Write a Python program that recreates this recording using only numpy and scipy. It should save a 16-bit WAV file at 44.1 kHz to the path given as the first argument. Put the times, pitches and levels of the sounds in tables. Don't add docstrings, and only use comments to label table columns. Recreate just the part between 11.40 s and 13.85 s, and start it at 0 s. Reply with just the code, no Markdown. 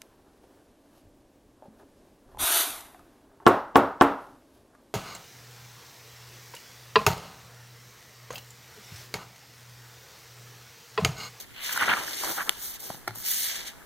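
import sys
import numpy as np
from scipy import signal
from scipy.fft import rfft, irfft
from scipy.io import wavfile

SR = 44100
rng = np.random.default_rng(int(sys.argv[2]) if len(sys.argv) > 2 else 0)


def level_to_linear(level):
    exponent = np.asarray(level, float) / 20
    return 10 ** exponent


def bounce(signal):
    frames = np.transpose(np.atleast_2d(signal))
    limited = np.clip(frames, -1, 1)
    pcm = np.round(limited * 32767).astype(np.int16)
    wavfile.write(sys.argv[1], SR, pcm)


N = 108045


def rms_one(x):
    return x / np.sqrt(np.mean(x ** 2) + 1e-20)


def in_time(tables):
    rows = np.concatenate(tables)
    start_s, *columns = rows[np.argsort(rows[:, 0], kind="stable")].T
    return [np.interp(np.arange(N) / SR, start_s, column) for column in columns]


def at_hz(points, hz):
    point_hz, level_db = np.array(points).T
    return np.interp(np.log(hz), np.log(point_hz), level_db)


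def drift(rate_hz):
    r = np.exp(-40 * np.pi * rate_hz / SR)
    slow = signal.lfilter([1], [1, -2 * r, r * r], rng.standard_normal(N // 20 + 2002))[2000:]
    return np.interp(np.arange(N) / 20, np.arange(len(slow)), rms_one(slow))


def ring(clicks, hz, t60_s):
    r = level_to_linear(-60 / (t60_s * SR))
    w = 2 * np.pi * hz / SR
    return signal.lfilter([0, np.sin(w)], [1, -2 * r * np.cos(w), r * r], clicks + 1e-18)


def late(x, delay_s):
    hz = np.arange(N // 2 + 1) * SR / N
    return irfft(rfft(x) * np.exp(-2j * np.pi * hz * delay_s), N)


def click(start_s, level_db):
    return (np.arange(N) == int(start_s * SR)) * level_to_linear(level_db)


def cracks(events, fall_s):
    t, noise = np.arange(N) / SR, rng.standard_normal(N)
    return sum(level_to_linear(db) * noise * (t >= s) * np.exp(-np.abs(t - s) / fall_s) for s, db in events)


def high_pass(x, hz):
    return signal.sosfilt(signal.butter(2, hz, "high", fs=SR, output="sos"), x)


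def banded(spectrum, patchy_db, dull_db, edges_hz):
    pivot_hz, flicker_hz = 6550, 26.0
    out, plain, together = 0, 0, drift(flicker_hz)
    white = rng.standard_normal((2, 2, N))
    for k, (low, high) in enumerate(zip(edges_hz, edges_hz[1:])):
        band = signal.sosfilt(signal.butter(2, [low, high], "band", fs=SR, output="sos"), white[k % 2])
        hz = np.sqrt(low * high)
        flicker_db = patchy_db * (1.08 * together + drift(flicker_hz))
        band = band * level_to_linear(at_hz(spectrum, hz) + flicker_db)
        plain = plain + band
        out = out + band * level_to_linear(dull_db * np.log2(pivot_hz / hz))
    return out / np.sqrt(np.mean(plain ** 2))


# pitch_hz, level_db (per Hz)
ROOM_TONE = [(20, 17), (250, 1), (500, -9.5), (1000, -26), (1700, -17.5), (3800, -20), (5500, -26),
             (15400, -60)]


def room_tone():
    return level_to_linear(-44.5) * banded(ROOM_TONE, 1.26, 0, 18 * 2 ** np.arange(0, 10.1, .5))


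# start_s, level_db, dull_db
STROKES = [
    [(0, -42.5, -1), (.04, -49, 1.5), (.055, -66, 22), (.19, -59.5, -8), (.25, -35, 3), (.33, -36.5, -1.5),
     (.46, -37, 5.5), (.6, -39.5, 2.5), (.74, -37.5, 2)],
    [(.78, -36, 2), (.87, -32.5, 0), (.95, -36, -2.5), (1.06, -43, -2), (1.15, -48.5, 1.5),
     (1.25, -37.5, -8), (1.36, -43, 0), (1.385, -62, 3)],
    [(1.4, -43.5, -3.5), (1.458, -39, -2), (1.56, -47, 0.5), (1.61, -59, -15), (1.67, -78, -6),
     (1.68, -45, 12), (1.735, -72, 14)],
    [(1.756, -43.5, -13), (1.84, -40.5, 0.5), (1.862, -27.5, -2), (2.05, -29, -1.5), (2.1, -33, 2.5),
     (2.24, -42, 3.5), (2.29, -40.5, 3.5), (2.33, -59, 6), (2.45, -89, -11)],
]
# start_s, length_s, level_db
NAIL_CATCHES = [
    (0.322, 0.014, -32.5),
    (2.267, 0.019, -48),
]
# pitch_hz, level_db
SKIN_HISS = [(500, -18.5), (1000, -37), (2000, 3), (3800, -1), (6500, -0.5), (9500, -5), (14000, -2),
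             (16000, 2)]


def sliding():
    gain_db, patchy_db, grain_db, grain_hz = 2.5, 1.0, 1.8, 315.0
    level_db, dull_db = in_time(STROKES)
    t = np.arange(N) / SR
    third_octaves_hz = 500 * 2 ** np.arange(0, 5.3, 1 / 3)
    hiss = banded(SKIN_HISS, patchy_db, np.clip(dull_db, -4, 8), third_octaves_hz)
    catches = 0
    for start_s, length_s, catch_db in NAIL_CATCHES:
        half_s = length_s / 2
        catches = catches + level_to_linear(catch_db) * np.exp(-((t - start_s - half_s) / half_s) ** 4)
    return hiss * (level_to_linear(level_db + gain_db + grain_db * drift(grain_hz)) + catches)


# start_s, level_db, depth_db (per octave)
BENDS = [
    [(0, -56, 13.5), (.16, -58, -20.5), (.22, -50.5, -22), (.3, -45, -18), (.35, -34, -4.5),
     (.425, -24.5, -4.5), (.474, -30.5, 1), (.481, -20.5, -4.5), (.54, -25, -2), (.55, -32, 3)],
    [(.58, -28.5, 1.5), (.64, -38, 5.5), (.79, -52.5, 11.5), (.84, -34, 4.5), (.91, -34.5, 8),
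     (.96, -42, 1), (.982, -28.5, 3), (1.02, -32.5, -2.5), (1.05, -47, 6)],
    [(1.085, -34.5, 4.5), (1.13, -49.5, 4), (1.4, -52, 2.5), (1.445, -51, 10), (1.66, -53, 2),
     (2.2, -49, 7.5), (2.33, -53.5, 7), (2.4, -49, 5), (2.45, -51, 3.5)],
]


def bending():
    return in_time(BENDS)


def page_air(bend_db):
    air = signal.sosfilt(signal.butter(2, [70, 285], "band", fs=SR, output="sos"), rng.standard_normal((2, N)))
    follow_db = 0.79 * (bend_db - bend_db.mean())
    return rms_one(air) * level_to_linear(-52 + follow_db + 2.5 * drift(25.0))


# pitch_hz, level_db
SHEET_COLOUR = [(300, -15.5), (550, -17.5), (800, -9.5), (1100, -10), (1600, -2.5), (2000, -3.5),
                (2500, -0.5), (3800, -24.5)]


def creasing(bend_db, depth_db):
    creases_per_s, ring_cycles, spread_db = 7000, 23.7, 3.5
    gain_db, clump_db, clump_hz = 0.08, 1.5, 190.0
    out, plain = np.zeros((2, N)), np.zeros((2, N))
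    pitches_hz = np.geomspace(300, 4200, 28)
    for side, flat in zip(out, plain):
        sizes = level_to_linear(spread_db * np.minimum(rng.exponential(1, N), 5)) * rng.choice([-1, 1], N)
        born = rng.random(N) < creases_per_s / SR
        dealt = rng.integers(0, 28, N)
        for k, hz in enumerate(pitches_hz):
            mode = ring(sizes * born * (dealt == k), hz, ring_cycles / hz)
            mode = level_to_linear(at_hz(SHEET_COLOUR, hz)) * np.sqrt(hz) * mode
            flat += mode
            side += mode * level_to_linear(depth_db * np.log2(1400 / hz))
    level = level_to_linear(bend_db + gain_db + clump_db * drift(clump_hz))
    return out / np.sqrt(np.mean(plain ** 2)) * level


# start_s, level_db
TICKS = [(.0716, -50), (.176, -46), (0.2296, -29), (.2601, -33), (0.2935, -46), (.3752, -20), (.4625, -35),
         (0.4783, -28), (0.526, -30), (0.637, -32), (.7185, -47), (1.11, -37), (1.1238, -30.5),
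         (1.5925, -38), (1.6155, -46), (1.7568, -25), (2.3915, -50)]


def paper_ticks():
    return cracks(TICKS, .0012)


# start_s, level_db (peak), pitch_hz, bright_db
BUCKLES = [(0.1738, -39, 1580, -16), (0.2925, -21.5, 1680, -15), (0.3088, -27.5, 1520, -13),
           (0.3487, -25, 1610, -14), (0.3606, -18.5, 1460, -27), (0.3753, -15.5, 1440, 0.5),
           (0.4112, -15, 1520, -3.5), (0.4149, -20, 1340, -5), (0.4197, -12, 1390, -13),
           (0.4234, -13, 1550, -21), (0.4245, -13, 1620, -9), (0.4297, -15, 1400, -11),
           (0.4376, -23, 1530, 1), (0.4413, -16, 1950, -24), (0.4461, -28, 1370, -21),
           (0.4492, -24, 1420, -11), (0.4797, -21, 1420, -18), (0.4822, -20, 1630, -27),
           (0.4895, -25, 1700, 2), (0.4973, -12, 1340, -27), (0.5025, -13.5, 1480, -13),
           (0.512, -19, 1630, -27), (0.5162, -12, 1390, -16), (0.5289, -18, 1540, -4),
           (0.5317, -14, 1470, -29), (0.5367, -17.5, 1420, -34), (0.5423, -20, 1380, -28),
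           (0.5693, -20.5, 1130, -24), (0.5745, -21, 1180, -11), (0.5802, -26, 1220, -18),
           (0.584, -24, 1390, -22), (0.587, -31, 1360, -21), (0.6797, -23.5, 1824, -20),
           (0.6809, -28, 1820, -34), (0.83, -73, 1500, -13), (0.836, -22, 930, 1), (0.8442, -29, 1000, -1),
           (0.8912, -29, 1410, -17), (0.8999, -27, 1220, -5), (0.9772, -24, 1240, -17),
           (0.9796, -26, 1450, -24), (0.984, -18, 1520, -23), (0.9931, -25, 1250, -15),
           (1.0059, -17, 1600, -25), (1.0169, -25, 1340, -19), (1.0827, -30, 1270, -21)]


def buckles():
    rise_s, low_db, crack_gain_db = .0011, -7.5, 1.5
    out = np.zeros(N)
    age = np.arange(600) / SR
    swell = age / rise_s * np.exp(1 - age / rise_s)
    for start_s, level_db, pitch_hz, _ in BUCKLES:
        turn = 2 * np.pi * pitch_hz * age
        push = np.sin(turn) + level_to_linear(low_db) * np.sin(0.693 * turn)
        out[int(start_s * SR):][:600] += level_to_linear(level_db) * swell * push
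    return out + cracks([(s, db + bright_db + crack_gain_db) for s, db, _, bright_db in BUCKLES], .0012)


def room(x):
    t = np.arange(int(.3 * SR)) / SR
    t60_s, first_echo_s = 1, .004
    tails = rng.standard_normal((2, len(t))) * level_to_linear(-60 * t / t60_s) * (t > first_echo_s)
    tails = tails / np.sqrt(np.sum(tails ** 2) / 2)
    return level_to_linear(-20) * signal.fftconvolve(x[None], tails, axes=1)[:, :N]


# pitch_hz, level_db, t60_s, left_db (extra at the left port)
SNAP_MODES = [(1390, -22, 0.0081, 12), (2050, -3.5, 0.0018, 9.5), (2990, 2, 0.0024, 6),
              (3700, -17.5, 0.011, 5), (5100, -2.5, 0.001, -10), (7600, -6.5, 0.0018, 5),
              (9600, -4, 0.0014, -6), (12600, -5.5, 0.0023, -7), (14300, -9, 0.001, -4)]


def snap():
    start_s, snap_db = 1.09367, 3.5
    out = 0
    for k, (pitch_hz, level_db, t60_s, left_db) in enumerate(SNAP_MODES):
        mode = ring(click(start_s, snap_db + level_db), pitch_hz, t60_s)
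        out = out + (-1) ** k * mode * level_to_linear(np.array([[left_db], [0]]))
    return out


# start_s, level_db, hard_db, weight_db
TAPS = [(1.5, -47.5, 2, 20), (1.5013, -28, -15, -4), (1.503, -22.5, -14, 8.5), (1.518, -42, -1, -3),
        (1.546, -38.5, -4, 15), (1.6755, -34.5, 5.5, -19), (1.6768, -45, 4, -7), (1.6783, -24, 2, -25),
        (1.6806, -40, 6, -3), (1.687, -34, -17, -2), (1.695, -37, -17, 0), (1.708, -40.5, 5, 3),
        (1.773, -50, 1, 24)]
# pitch_hz, level_db, t60_s
COVER_MODES = [(179, 2.5, 0.022), (370, -5, 0.06), (540, -17, 0.0086), (710, -3, 0.021), (844, 3, 0.026),
               (1390, 4, 0.013), (1970, 10.5, 0.0053), (3200, -2, 0.0048), (4200, 3, 0.01),
               (5870, -20, 0.0025)]


def taps():
    crack_gain_db = 2.5
    out = cracks([(s, db + hard_db + crack_gain_db) for s, db, hard_db, _ in TAPS], 0.0013)
    for start_s, level_db, hard_db, weight_db in TAPS:
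        for pitch_hz, mode_db, t60_s in COVER_MODES:
            if pitch_hz < 250:
                colour_db = weight_db
            elif pitch_hz < 450 or pitch_hz > 1000:
                colour_db = hard_db
            else:
                colour_db = 0
            out = out + ring(click(start_s, level_db + mode_db + colour_db), pitch_hz, t60_s)
    return out


def table_hum():
    start_s, pitch_hz, rise_s, fall_s = 1.685, 111, 0.0072, 0.057
    t = np.maximum(np.arange(N) / SR - start_s, 0)
    level = level_to_linear(-18.5 + 3.0 * drift(45.0))
    return level * (1 - np.exp(-t / rise_s)) * np.exp(-t / fall_s) * np.sin(2 * np.pi * pitch_hz * t)


def scene():
    bend_db, depth_db = bending()
    background = room_tone() + page_air(bend_db)
    rubbing = sliding() + high_pass(creasing(bend_db, depth_db), 307)
    sheet_hits = high_pass(paper_ticks() + buckles() + snap(), 490)
    near = sheet_hits + high_pass(taps() + table_hum(), 73)
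    hits = np.array([level_to_linear(1) * near[0], late(near[1], .00009)])
    return hits * level_to_linear(-5.5) + room(near[1]) + rubbing + background


# pitch_hz, level_db
SIDE_TRIM = [(30, -14), (100, -10.5), (350, -8), (750, -3), (1400, -1), (2300, -7), (8000, 2), (16000, -1)]


def narrow_bass(difference):
    trim = level_to_linear(at_hz(SIDE_TRIM, np.arange(1, N // 2 + 2) * SR / N))
    return irfft(rfft(difference) * trim, N)


def top_cut(x):
    return signal.sosfilt(signal.butter(12, 16480, fs=SR, output="sos"), x)


def record(dry):
    own_db, cross_db, port_lag_s = -3, -1.7, 0.0003927
    other = np.array([late(port, port_lag_s) for port in dry[::-1]])
    left, right = level_to_linear(own_db) * (dry - level_to_linear(cross_db) * other)
    hiss = level_to_linear(-56.5) * signal.lfilter([1, -0.21], [1], rng.standard_normal((2, N)))
    mid_cut = signal.cheby2(8, 45, 16500, fs=SR, output="sos")
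    side_cut = signal.cheby2(18, 60, 15950, fs=SR, output="sos")
    mid = signal.sosfilt(mid_cut, (left + right) / 2 + hiss[0])
    side = signal.sosfilt(side_cut, narrow_bass(left - right) / 2 + hiss[1])
    return top_cut(np.clip([mid + side, mid - side], -.99, .99))


dry = scene()
out = record(dry)
bounce(out)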